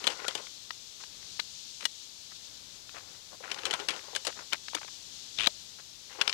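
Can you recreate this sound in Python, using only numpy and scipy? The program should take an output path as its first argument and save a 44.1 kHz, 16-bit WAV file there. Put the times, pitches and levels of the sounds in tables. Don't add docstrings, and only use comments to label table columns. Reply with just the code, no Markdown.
import sys
import numpy as np
from scipy import signal
from scipy.fft import rfft, irfft
from scipy.io import wavfile
from scipy.ndimage import uniform_filter1d

SR = 44100
rng = np.random.default_rng(int(sys.argv[2]) if len(sys.argv) > 2 else 0)


def transcribe(u):
    v = np.clip(np.atleast_2d(u).T, -1, 1)
    q = np.round(v * 32767).astype(np.int16)
    wavfile.write(sys.argv[1], SR, q)


N = 279153

# (time [s], base level [dB])
INSECT_SWELLS = [(0.0, -49.5), (0.9, -52), (1.6, -49), (1.83, -51), (3.45, -54.5), (3.95, -51.5),
                 (5.48, -49.5), (5.8, -53), (6.33, -53)]
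# (frequency [Hz], relative level [dB])
INSECT_SPECTRUM = [(1500, -47.5), (2300, -14), (2900, -6), (3500, 0), (4300, 1), (5200, -0.5), (6300, -1),
                   (7500, -6), (8800, -17), (11000, -26), (15500, -46)]
# (frequency [Hz], relative level [dB])
AIR_SPECTRUM = [(20, -11), (55, -1), (110, 0), (220, -4), (500, -9), (1200, -12), (2500, -10.5),
                (8000, -37.5)]
# (frequency [Hz], relative level [dB])
HISS_SPECTRUM = [(20, -22), (100, -12), (300, -11.5), (1000, -14.5), (3000, -15.5), (8000, -16),
                 (12000, -16.5), (15000, -25.5)]
# (start [s], length [s], base level [dB], base centre [Hz])
BAG_STROKES = [(0.0, 0.13, -41, 800), (0.183, 0.059, -43, 1200), (0.278, 0.024, -44, 1190),
               (0.359, 0.041, -48, 700), (2.979, 0.17, -57.5, 1100), (3.423, 0.095, -44, 1270),
               (3.555, 0.091, -46, 1210), (3.665, 0.093, -43, 900), (3.781, 0.032, -42.5, 750),
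               (3.877, 0.08, -41, 1000), (4.026, 0.13, -53, 821), (6.093, 0.07, -48.5, 1700),
               (6.141, .04, -50.5, 695), (6.179, 0.16, -44.5, 1310)]
# (frequency [Hz], relative level [dB])
CLOTH_SPECTRUM = [(80, -44), (220, 3), (400, 9.5), (550, 5), (950, 5), (1600, 2.5), (2800, 4), (5000, -20),
                  (10000, -58), (15000, -65)]
# (frequency [Hz], base level [dB])
BAG_RESONANCES = [(420, -13.5), (530, -0.5), (830, -6), (1050, -5.5), (1420, -4), (2000, -10.5), (2900, -7)]
# (frequency [Hz], relative level [dB])
CRACK_SPECTRUM = [(60, -23.5), (250, -9), (600, -4.5), (1500, -1), (3200, 0), (5000, -5), (7500, -9.5),
                  (10000, -16.5), (15000, -37)]
# (base frequency [Hz], base level [dB])
POLE_MODES = [(930, 0), (1290, 2.5), (1470, -2.5), (1950, -3), (2400, 5), (2840, 4), (3060, 5.5),
              (3400, 9.5), (3780, 6.5), (4250, 6), (4800, 6), (5500, 6), (6250, 3), (6850, -3.5),
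              (7900, -2), (8650, -5.5)]
# (time [s], base level [dB], body re ring [dB], edge re ring [dB], strongest ring [Hz])
POLE_CLACKS = [(0.0411, -29.5, -8.5, -8.5, 3160), (0.0687, -20.5, -10, -5.5, 3100),
               (0.074, -17.5, -11.5, -10, 3950), (0.1019, -31.5, -7, -5.5, 2800),
               (0.282, -24.5, -9.5, -6, 3220), (0.351, -29, -10.5, -2, 2970), (0.375, -37, -12, -8, 2720),
               (3.515, -26, -19, -8, 2980), (3.5855, -35, -8, -17, 1390), (3.6534, -24, -15, -5, 4000),
               (3.664, -30.5, -4.5, -6, 2650), (3.7091, -26, -22, -5, 3000), (3.729, -31, -8, -17, 1466),
               (3.737, -25, -5.5, -5, 2940), (3.7983, -33, -11, -7.5, 3080), (3.886, -23, -13, -5, 2950),
               (3.893, -27, -31, -10, 3110), (3.905, -29, -11, -9, 2350), (3.912, -35, -17, -17, 2450),
               (3.937, -40.5, -4, -15, 2900), (4.15, -30, -22, -4.5, 3620), (4.1608, -24.5, -18, -3, 1627),
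               (4.249, -34.5, -5, 2.5, 2870), (4.2676, -27.5, -9, -0.5, 4000), (4.275, -31, -22, -2, 4600),
               (6.212, -19.5, -17.5, -16, 1618), (6.214, -18, -31, -9.5, 2660), (6.218, -28, -14, -8, 4200),
               (6.277, -18.5, -14, -13, 5020), (6.295, -23, -34, -10.5, 4940),
               (6.3265, -26, -23, -12, 3670)]
# (base frequency [Hz], relative level [dB], t60 [s])
BUNDLE_MODES = [(407.5, -2.5, 0.11), (538, 2, 0.16), (940, -27, 0.11), (1480, -2, 0.15), (2800, -1.5, 0.18),
                (3050, 13.5, 0.12), (3400, -9, 0.21), (4040, -1, 0.076)]
# (time [s], base level [dB], ring [Hz])
DULL_BUMPS = [(0.085, -34.5, 520), (0.245, -36, 523), (0.353, -36.5, 483), (0.398, -43.5, 523),
              (1.827, -47, 296), (3.403, -43, 543), (3.634, -40, 482), (3.666, -37, 493), (3.709, -38, 470),
              (3.737, -30.5, 960), (3.797, -37.5, 447), (4.082, -44, 560), (4.131, -41.5, 510),
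              (4.156, -39.5, 535), (4.267, -31, 730), (4.28, -34, 520), (4.752, -39, 322),
              (5.471, -32.5, 630), (6.186, -38, 427)]
# (time [s], length [s], base level [dB], centre [Hz])
SHORT_SCUFFS = [(0.098, 0.045, -46, 2680), (0.991, 0.049, -56, 1500), (1.392, 0.0087, -41, 1620),
                (1.801, 0.021, -44, 2980), (1.819, 0.019, -41, 2300), (1.835, 0.015, -44, 3980),
                (2.306, 0.026, -56, 1510), (2.937, 0.064, -48, 1210), (3.309, 0.053, -54.5, 567),
                (3.428, 0.041, -47.5, 1401), (3.741, 0.018, -39, 1600), (4.278, 0.039, -47, 1210),
                (4.348, 0.096, -51.5, 940), (4.512, 0.051, -41, 1780), (5.37, 0.11, -41, 2470),
                (5.777, 0.038, -56.5, 1340)]
# (time [s], level [dB], centre [Hz])
LIGHT_TAPS = [(0.245, -36, 1030), (0.281, -30, 10000), (0.309, -40.5, 1500), (0.469, -44, 1700),
              (1.037, -42, 1810), (1.228, -51.5, 1900), (2.893, -44, 2090), (2.983, -46, 2000),
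              (3.007, -51, 1300), (3.503, -42, 2900), (3.544, -37, 5000), (3.634, -38.5, 2900),
              (3.963, -41, 5200), (3.993, -43, 1700), (4.326, -46, 2200), (4.391, -44, 1700),
              (4.683, -36, 1900), (4.733, -39, 900), (4.746, -36.5, 1500), (4.767, -38, 940),
              (4.774, -38.5, 1400), (4.784, -43, 890), (4.814, -42.5, 980), (4.818, -44, 1200),
              (4.831, -42, 1390), (4.847, -45, 676), (4.879, -45.5, 1190), (4.885, -45.5, 1490)]
# (start [s], length [s], level [dB], start pitch [Hz], end pitch [Hz])
POLE_SCRAPES = [(0.253, 0.0324, -37.5, 1320, 1624), (3.479, 0.04, -47, 1295, 1690),
                (5.372, .02, -36, 3490, 3480)]
# (time [s], base level [dB], base body [dB], base edge [dB], base t60 [s],
#  strongest ring [Hz], second ring [Hz], low ring [Hz], low ring re base level [dB])
JOINT_SNAPS = [(0.7054, -36.5, -8, -22, 0.013, 1910, 5100, 1280, -5),
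               (0.707, -39.5, -26, -25, 0.012, 4440, 5400, 2900, -22),
               (1.3974, -26.5, -21.5, -13, 0.019, 4010, 4460, 1490, -13.5),
               (1.853, -22.5, -16, -5.5, 0.024, 2900, 4060, 1925, -10),
               (4.525, -30.5, -19, -22, 0.023, 3090, 3280, 1080, -14),
               (4.5313, -25, -12.5, -7, 0.015, 2305, 3620, 1420, -8),
               (4.7484, -28, -8, -3, 0.029, 4720, 3590, 2260, -10),
               (5.4708, -16.5, -12, -12, 0.013, 3900, 3370, 2320, -19)]

RUMMAGE_ATTACK_S, RUMMAGE_RELEASE_T60_S = 0.015, 0.32
TYPICAL_CLACK_DB, CLACK_T60_S, T60_HALVING_DB, BUNDLE_FOLLOWS = -32, 0.038, 11.5, 0.76
BUNDLE_HELD_S, BUNDLE_HELD_DB, HELD_T60_SHARE = 6.1, -10, 0.95
PUSH_START_S, PUSH_END_S, SLIP_RING_HZ = 5.3858, 5.4678, 3260
SLIP_START_DB, SLIP_MIDWAY_DIP_DB, SLIP_END_RE_START_DB = -27, -3.5, -2
SLIP_QUICKENING = 0.92
TOP_HZ = 15700


def undb(db):
    return 10 ** (np.asarray(db) / 20)


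def unit(x):
    return x / np.sqrt(np.mean(x ** 2) + 1e-18)


def colour(x, points):
    size = 4096
    hz, db = np.transpose(points)
    bins = np.fft.rfftfreq(size, 1 / SR) + 1
    log_gain = np.log(undb(np.interp(np.log(bins), np.log(hz), db)))
    cepstrum = irfft(log_gain)
    cepstrum[1:size // 2] *= 2
    cepstrum[size // 2 + 1:] = 0
    impulse = irfft(np.exp(rfft(cepstrum)))
    return signal.fftconvolve(x, impulse)[:len(x)]


def band(x, hz, kind):
    return signal.sosfilt(signal.butter(2, hz, kind, fs=SR, output="sos"), x)


def resonate(x, hz, q):
    return signal.lfilter(*signal.iirpeak(hz, max(q, .5), fs=SR), x)


def walk(rate):
    k = int(SR / rate)
    steps = np.repeat(rng.standard_normal(N // k + 2), k)
    return unit(uniform_filter1d(steps, k))[:N]


def fade(t, t60):
    return np.exp(-np.log(1000) * t / t60)


def add(track, s, sound):
    start = max(int(s * SR), 0)
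    part = sound[:max(N - start, 0)]
    track[start:start + len(part)] += part


def burst_level(x, db, window_s=0.012):
    return x * undb(db) * np.sqrt(window_s * SR / (np.sum(x ** 2) + 1e-18))


def insects(chorus_db=7, flicker_db=1.5, buzz_depth=0.16, buzz_hz=200):
    t = np.arange(N) / SR
    chorus = np.zeros(N)
    for rate in buzz_hz * rng.uniform(0.72, 1.7, size=4):
        buzz_phase = 2 * np.pi * np.cumsum(rate * (1 + 0.027 * walk(4.9))) / SR
        buzz = 1 + buzz_depth * np.sin(buzz_phase)
        chorus += rng.standard_normal(N) * buzz * undb(flicker_db * walk(20.96))
    swell_db = np.interp(t, *np.transpose(INSECT_SWELLS))
    return unit(colour(chorus, INSECT_SPECTRUM)) * undb(swell_db + chorus_db)


def outdoor_air(air_db=-59.5, swell_db=1.65):
    rumble = unit(colour(rng.standard_normal(N), AIR_SPECTRUM))
    return rumble * undb(air_db + swell_db * walk(3.8))


def fabric(crease_rate=1500, rub_db=-3, flutter_db=1.4, flutter_rate=70,
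           bag_db=4, bag_q=11, shift_db=4, shift_rate=20, stroke_q=0.28):
    t = np.arange(N) / SR
    creases = (rng.random(N) < crease_rate / SR) * rng.standard_normal(N)
    cloth = colour(unit(creases) + undb(rub_db) * rng.standard_normal(N), CLOTH_SPECTRUM)
    hollow = np.zeros(N)
    for hz, db in BAG_RESONANCES:
        hollow += resonate(cloth, hz, bag_q) * undb(bag_db + db + shift_db * walk(shift_rate))
    rustle = (cloth + hollow) * undb(flutter_db * walk(flutter_rate))
    out = np.zeros(N)
    for s, length, db, hz in BAG_STROKES:
        attack = np.clip((t - s) / RUMMAGE_ATTACK_S, 0, 1)
        release = fade(np.maximum(t - s - length, 0), RUMMAGE_RELEASE_T60_S)
        out += unit(resonate(rustle, hz, stroke_q)) * attack * release * undb(db)
    return out


def crackles(crackle_db=-5, pitch_ratio=1.1, pitch_spread=0.42, scatter_db=3, crackle_q=1.1):
    per_s, t60 = 55, .009
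    out = np.zeros(N)
    t = np.arange(SR // 32) / SR
    for s, length, db, hz in BAG_STROKES:
        for when in np.arange(s, s + length, 1 / per_s):
            size, detune = rng.standard_normal(2)
            centre = np.clip(hz * pitch_ratio * np.exp(pitch_spread * detune), SR / 100, SR / 8)
            crack = colour(rng.standard_normal(len(t)) * fade(t, t60), CRACK_SPECTRUM)
            tick = resonate(crack, centre, crackle_q)
            tick_db = db + crackle_db + scatter_db * size
            add(out, when + rng.random() / per_s, burst_level(tick, tick_db))
    return out


def blow(db, body_db, edge_db, ring_hz, t60, main_db=-3, rise_s=0.00042, main_q=5, crack_db=0,
         scatter_db=3, body_hz=1200, edge_hz=5200):
    t = np.arange(SR // 8) / SR
    decay = fade(t, max(t60, .004)) * (1 - np.exp(-t / rise_s))
    hz, mode_db = np.transpose(POLE_MODES)
    detune, strength, phase = rng.standard_normal((len(hz), 3)).T
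    mode_hz = hz * (1 + .015 * detune)
    waves = np.sin(2 * np.pi * (np.outer(mode_hz, t) + phase[:, None]))
    modes = undb(mode_db + scatter_db * strength) @ waves
    crack = colour(rng.standard_normal(len(t)) * decay, CRACK_SPECTRUM)
    main = resonate(resonate(crack, ring_hz, main_q), ring_hz, main_q)
    tube = burst_level(modes * decay, 0) + burst_level(crack, crack_db)
    body = band(band(tube, body_hz, "low"), body_hz, "low")
    edge = band(band(tube, edge_hz, "high"), edge_hz, "high")
    ring = band(band(tube + burst_level(main, main_db), body_hz, "high"), edge_hz, "low")
    return burst_level(ring, db) + burst_level(body, db + body_db) + burst_level(edge, db + edge_db)


def loose_poles(clack_db=-2, bundle_db=-43, rattle_db=-41, rattle_t60=0.11):
    out = np.zeros(N)
    t = np.arange(SR // 4) / SR
    for s, db, body_db, edge_db, ring_hz in POLE_CLACKS:
        force_db = db - TYPICAL_CLACK_DB
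        held = s > BUNDLE_HELD_S
        t60 = CLACK_T60_S * 2 ** (-force_db / T60_HALVING_DB) * (HELD_T60_SHARE if held else 1)
        add(out, s, blow(db + clack_db, body_db, edge_db, ring_hz, t60))
        ring = np.zeros(len(t))
        for hz, mode_db, life in BUNDLE_MODES:
            size, detune = rng.standard_normal(size=(3, 2)).T
            cluster = size @ np.sin(2 * np.pi * np.outer(hz * (1 + 0.0112 * detune), t))
            ring += undb(mode_db) * fade(t, life) * cluster
        rattle = colour(rng.standard_normal(len(t)) * fade(t, rattle_t60), CRACK_SPECTRUM)
        stir_db = BUNDLE_FOLLOWS * force_db + BUNDLE_HELD_DB * held
        bundle = burst_level(ring, bundle_db) + burst_level(rattle, rattle_db)
        add(out, s, undb(stir_db) * bundle)
    return out


def thuds(thud_db=-1, t60=0.048, rise_s=0.00054, thud_q=2.12, overtone=1.475, overtone_db=-7):
    out = np.zeros(N)
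    t = np.arange(SR // 6) / SR
    for s, db, hz in DULL_BUMPS:
        push = rng.standard_normal(len(t)) * fade(t, t60) * (1 - np.exp(-t / rise_s))
        low, high = (resonate(resonate(push, f, thud_q), f, thud_q) for f in (hz, hz * overtone))
        add(out, s, burst_level(low + undb(overtone_db) * high, db + thud_db))
    return out


def scuffs(scuff_db=7.0, catch_rate=900, rub_db=-6, scuff_q=0.61, top_ratio=2.15):
    out = np.zeros(N)
    t = np.arange(SR // 6) / SR
    for s, length, db, hz in SHORT_SCUFFS:
        stroke = np.sin(np.pi * np.minimum(t / max(length, .005), 1))
        catches = (rng.random(len(t)) < catch_rate / SR) * rng.standard_normal(len(t))
        friction = unit(catches) + undb(rub_db) * rng.standard_normal(len(t))
        rub = band(resonate(friction, hz, scuff_q), min(hz * top_ratio, SR / 3), "low")
        add(out, s, unit(rub) * stroke * undb(db + scuff_db))
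    return out


def taps(tap_q=0.92, rise_s=0.00007):
    t60 = .016
    out = np.zeros(N)
    t = np.arange(SR // 16) / SR
    for s, db, hz in LIGHT_TAPS:
        contact = rng.standard_normal(len(t)) * fade(t, t60) * (1 - np.exp(-t / rise_s))
        crack = colour(contact, CRACK_SPECTRUM)
        add(out, s, burst_level(resonate(crack, hz, tap_q), db))
    return out


def scrapes(half_width_hz=70, roundness=0.46):
    out = np.zeros(N)
    t = np.arange(SR // 6) / SR
    for s, length, db, start_hz, end_hz in POLE_SCRAPES:
        progress = np.minimum(t / max(length, .005), 1)
        phase = 2 * np.pi * np.cumsum(start_hz + (end_hz - start_hz) * progress) / SR
        grip = band(rng.standard_normal((2, len(t))), half_width_hz, "low")
        ring = unit(grip[0] * np.cos(phase) + grip[1] * np.sin(phase))
        add(out, s, ring * np.sin(np.pi * progress) ** roundness * undb(db))
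    return out


def joints(snap_db=-1.5, first_db=-5, second_db=-9, ring_t60_ratio=1.52, swell_s=0.00048,
           rim_db=-21, rim_hz=8000, rim_t60=0.037):
    out = np.zeros(N)
    t = np.arange(SR // 8) / SR
    for s, db, body_db, edge_db, t60, first_hz, second_hz, low_hz, low_db in JOINT_SNAPS:
        knock = blow(db + snap_db, body_db + 4.0, edge_db + 3.5, first_hz, t60,
                     main_db=-5.5, rise_s=0.001, main_q=7.4, crack_db=-1.5)
        add(out, s, knock)
        decay = fade(t, t60 * ring_t60_ratio) * (1 - np.exp(-t / swell_s))
        for hz, ring_db in ((first_hz, first_db), (second_hz, second_db), (low_hz, low_db)):
            ring = decay * np.sin(2 * np.pi * (hz * t + rng.random()))
            add(out, s, burst_level(ring, db + ring_db))
        rim = band(rng.standard_normal(len(t)) * fade(t, rim_t60), rim_hz, "high")
        add(out, s, burst_level(rim, db + rim_db))
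    return out


def judder(count=10, jitter_s=0.0004, ring_spread=0.047, scatter_db=1.5, under_hz=2500, under_db=-5,
           under_lag_s=.0016, jolt_db=-23, jolt_hz=90):
    out = np.zeros(N)
    t = np.arange(SR // 8) / SR
    slip_t60 = .009
    chances = rng.standard_normal((count, 4))
    for progress, (late, detune, size, lag) in zip(np.linspace(0, 1, count), chances):
        travel = progress ** SLIP_QUICKENING
        s = PUSH_START_S + travel * (PUSH_END_S - PUSH_START_S) + jitter_s * late
        dip_db = SLIP_MIDWAY_DIP_DB * np.sin(np.pi * progress)
        db = SLIP_START_DB + dip_db + SLIP_END_RE_START_DB * progress + scatter_db * size
        second_catch = (under_hz, under_db, under_lag_s * abs(lag))
        for hz, ring_db, lag_s in ((SLIP_RING_HZ, 0, 0), second_catch):
            slip = blow(db + ring_db, body_db=-16, edge_db=-15, ring_hz=hz * np.exp(ring_spread * detune),
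                        t60=slip_t60, main_db=3.5, rise_s=0.0012, main_q=3.6)
            add(out, s + lag_s, slip)
        shove = rng.standard_normal(len(t)) * fade(t, 0.035)
        jolt = band(resonate(shove, jolt_hz, 0.77), jolt_hz, "low")
        add(out, s, burst_level(jolt, db + jolt_db))
    return out


def scene(leak_db=-50):
    poles = joints() + judder() + taps() + loose_poles() + scrapes() + thuds()
    microphone = poles + scuffs() + fabric() + crackles() + insects() + outdoor_air()
    return np.array([microphone, undb(leak_db) * microphone])


def record(dry, hiss_db=-60):
    ceiling = .8
    hiss = np.array([unit(colour(rng.standard_normal(N), HISS_SPECTRUM)) for _ in dry])
    wet = ceiling * np.tanh(dry / ceiling) + undb(hiss_db) * hiss
    return signal.sosfilt(signal.ellip(8, .2, 70, TOP_HZ, fs=SR, output="sos"), wet)


dry = scene()
out = record(dry)
transcribe(out)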